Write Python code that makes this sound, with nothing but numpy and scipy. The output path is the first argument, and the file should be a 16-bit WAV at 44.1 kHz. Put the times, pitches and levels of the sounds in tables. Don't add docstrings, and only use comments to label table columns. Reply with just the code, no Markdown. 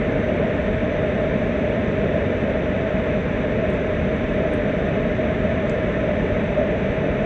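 import sys
import numpy as np
from scipy import signal
from scipy.fft import rfft, irfft, next_fast_len
from scipy.io import wavfile
from scipy.ndimage import uniform_filter1d, map_coordinates

SR = 44100
rng = np.random.default_rng(int(sys.argv[2]) if len(sys.argv) > 2 else 0)


def attenuation_scalar(level_db):
    decades = np.asarray(level_db, float) / 20
    return 10 ** decades


def transcribe(u):
    v = np.clip(np.atleast_2d(u).T, -1, 1)
    q = np.round(v * 32767).astype(np.int16)
    wavfile.write(sys.argv[1], SR, q)


N = 319725

# (frequency [Hz], density [dB per Hz])
RUMBLE_SPECTRUM = [(12, -48), (25, -15), (45, -3.5), (75, -1.5), (110, -4.5), (140, -17), (200, -42)]
ROAR_SPECTRUM = [(80, -32.5), (115, -8), (140, -4), (200, 0), (270, -3.5), (410, -3.5), (500, -5.5),
                 (550, -8.5), (650, -36)]
HOWL_SPECTRUM = [(450, -54.5), (530, -8), (570, -5.5), (602, 2), (632, 1), (670, -7), (740, -20.5),
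                 (900, -48.5)]
HISS_SPECTRUM = [(600, -27), (760, -0.5), (1000, -2.5), (1400, -4), (1800, 0), (2400, -4), (2750, -9),
                 (3100, -16), (3650, -15.5), (4100, -29), (4900, -37.5), (5800, -36), (7100, -41),
                 (9600, -50)]
RIPPLE_CENTRES_HZ = [338, 538, 950, 1062, 1160, 1795, 1915, 1985, 2070, 2430, 2505, 2568, 2685, 6085, 7530,
                     8200, 8850, 9440]
# (width [Hz], level [dB])
RIPPLE_SHAPES = [(56, -7.5), (27, -3.5), (45, -6), (60, 0), (60, -6), (60, 1.5), (45, -3.5), (32, 2.5),
                 (45, -1), (35, -1), (50, -5), (55, 5), (80, -5.5), (240, 10), (380, 5.5), (600, -0.5),
                 (280, 1.5), (120, 9.5)]
# (time [s], swell [dB])
BOOM_SWELLS = [(.18, 2), (.7, 4), (2.22, 3.5), (2.75, 0.5), (3.12, 1.5), (4.0, 4.5), (4.75, -2.5),
               (5.0, -1), (5.14, 1), (5.43, 4), (6.32, 4.5), (6.87, 2), (7.0, -2.5)]
# (time [s], swell [dB])
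ROAR_SWELLS = [(.12, 1.5), (.37, 2.5), (1.37, 1.5), (2.0, 2), (2.87, -0.5), (3.12, 1), (3.94, -2.5),
               (4.12, 0.5), (5.0, 2.5), (5.25, 1), (6.25, 1), (6.5, 1), (6.87, 0)]
# (time [s], swell [dB])
HOWL_SWELLS = [(.02, -0.5), (.25, 3), (.5, 1.5), (.87, 2), (1.12, 1), (1.25, 0.5), (1.74, 3), (1.88, -2.5),
               (2.04, 0.5), (2.5, 2), (2.75, -1.5), (2.87, 0.5), (3.12, 2.5), (3.25, -5), (3.87, 2.5),
               (4.12, 1.5), (4.44, 3), (4.87, -0.5), (5.5, 3.5), (6.12, 2), (6.63, 6), (6.87, 0)]
# (time [s], peak [dB], low ring [Hz], high ring [Hz], high ring re low [dB])
GLAZE_TICKS = [
    (3.7005, -51, 6000, 8100, 5),
    (3.7375, -45, 7100, 8500, -6),
    (4.5357, -47, 7100, 9000, 5),
    (5.6965, -34, 4800, 6800, 1),
]
# (rattle level [dB], rattle frequency [Hz])
SHARD_RATTLES = [(-63, 8100), (-63, 7300), (-52, 8950), (-53, 7500)]
# (frequency [Hz], share of time absent [0-1])
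TREBLE_GAPS = [(6200, 0), (6650, .06), (6950, .36), (7350, .1), (7700, .05), (8050, .52), (8450, .36),
               (8850, .06), (9150, .8), (9300, .7), (9420, .45)]

RUMBLE_DB, ROAR_DB, HOWL_DB, JET_DB = -30, -23.5, -27, -33
RUMBLE_FLICKER_DB, ROAR_FLICKER_DB, HOWL_FLICKER_DB = 0.26, 0.47, 1.1
FLICKER_RATE_HZ = 9
FLARE_S = 0.063
EVEN_WINDOW_S = 0.19
RING_T60_S, SNAP_T60_S, RATTLE_T60_S = 0.0035, 0.005, 0.07
RING_ATTACK_S, SNAP_DB = 0.0003, -14


def flame():
    rumble_db = RUMBLE_DB + swells(BOOM_SWELLS, RUMBLE_FLICKER_DB)
    roar_db = ROAR_DB + swells(ROAR_SWELLS, ROAR_FLICKER_DB)
    howl_db = HOWL_DB + swells(HOWL_SWELLS, HOWL_FLICKER_DB)
    rumble = attenuation_scalar(rumble_db) * even(turbulence(RUMBLE_SPECTRUM))
    roar = attenuation_scalar(roar_db) * even(turbulence(ROAR_SPECTRUM))
    howl = attenuation_scalar(howl_db) * even(turbulence(HOWL_SPECTRUM))
    return rumble + roar + howl


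def swells(rows, flicker_db):
    t = np.arange(N) / SR
    flicker = map_coordinates(rng.standard_normal(100), [t * FLICKER_RATE_HZ])
    bumps_db = sum(db * np.exp(-((t - s) / FLARE_S) ** 2) for s, db in rows)
    return flicker_db * flicker + bumps_db


def turbulence(spectrum):
    m = next_fast_len(N + 8192)
    hz = np.fft.rfftfreq(m, 1 / SR)
    f, db = np.transpose(spectrum)
    shape_db = np.interp(np.log(hz + 1), np.log(f + 1), db, left=-120, right=-120)
    for centre_hz, (width_hz, ripple_db) in zip(RIPPLE_CENTRES_HZ, RIPPLE_SHAPES):
        shape_db += ripple_db / (1 + (2 * (hz - centre_hz) / width_hz) ** 2)
    noise = irfft(rfft(rng.standard_normal(m)) * attenuation_scalar(shape_db), m)
    return unit(noise[:N])


def even(x):
    size = round(EVEN_WINDOW_S * SR)
    power = uniform_filter1d(x ** 2, size=size)
    power = uniform_filter1d(power, size=size // 2)
    return unit(x / np.sqrt(abs(power)))


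def unit(x):
    return x / np.sqrt(np.mean(x ** 2))


def jet():
    return attenuation_scalar(JET_DB) * turbulence(HISS_SPECTRUM)


def glaze():
    out = np.zeros(N + SR)
    t = np.arange(SR // 20) / SR
    for (s, db, low_hz, high_hz, high_db), (rattle_db, rattle_hz) in zip(GLAZE_TICKS, SHARD_RATTLES):
        ring = np.sin(2 * np.pi * low_hz * t) + attenuation_scalar(high_db) * np.sin(2 * np.pi * high_hz * t)
        ring *= 2 * attenuation_scalar(-60 * t / RING_T60_S) * (1 - np.exp(-t / RING_ATTACK_S))
        b, a = signal.iirpeak(rattle_hz, 11, SR)
        rattle = unit(signal.lfilter(b, a, rng.standard_normal(len(t))))
        rattle *= attenuation_scalar(rattle_db - 60 * t / RATTLE_T60_S)
        snap = unit(np.diff(rng.standard_normal(len(t) + 1)))
        snap *= attenuation_scalar(SNAP_DB - 60 * t / SNAP_T60_S)
        start = round(s * SR)
        out[start:start + len(t)] += attenuation_scalar(db) * (ring + snap) + rattle
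    return out[:N]


def scene():
    return (flame() + jet() + glaze())[None]


def coarse_treble(x):
    frame, width = 3072, 8
    hz, t, z = signal.stft(x, SR, "cosine", nperseg=frame)
    band = np.arange(len(hz)) // width
    chance = rng.standard_normal((band[-1] + 1, len(t)))
    chance = uniform_filter1d(chance, size=3, axis=0)
    chance = uniform_filter1d(chance, size=2, axis=1)
    rank = (chance.argsort(axis=1).argsort(axis=1) / len(t))[band]
    level = np.sqrt(abs(uniform_filter1d(abs(z) ** 2, size=width, axis=0))) + 1e-12
    loud = level > 2.2 * np.median(level, axis=1, keepdims=True)
    step = np.where(loud, 0.7, 1.25) * level
    gap_hz, gap_share = np.transpose(TREBLE_GAPS)
    kept = loud | (rank >= np.interp(hz, gap_hz, gap_share)[:, None])

    def rounded(v):
        return np.sign(v) * np.floor(abs(v) / step + 0.4) * step

    treble = kept * (rounded(z.real) + 1j * rounded(z.imag))
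    z = np.where(hz[:, None] > gap_hz[0], treble, z)
    return signal.istft(z, SR, "cosine", nperseg=frame)[1][:N]


def roll_off(x):
    return signal.sosfilt(signal.butter(12, 9500, fs=SR, output="sos"), x)


def record(dry):
    bent = dry[0] - 0.17 * (dry[0] ** 2 - np.mean(dry ** 2))
    mix = coarse_treble(bent)[None]
    return roll_off(mix)


dry = scene()
out = record(dry)
transcribe(out)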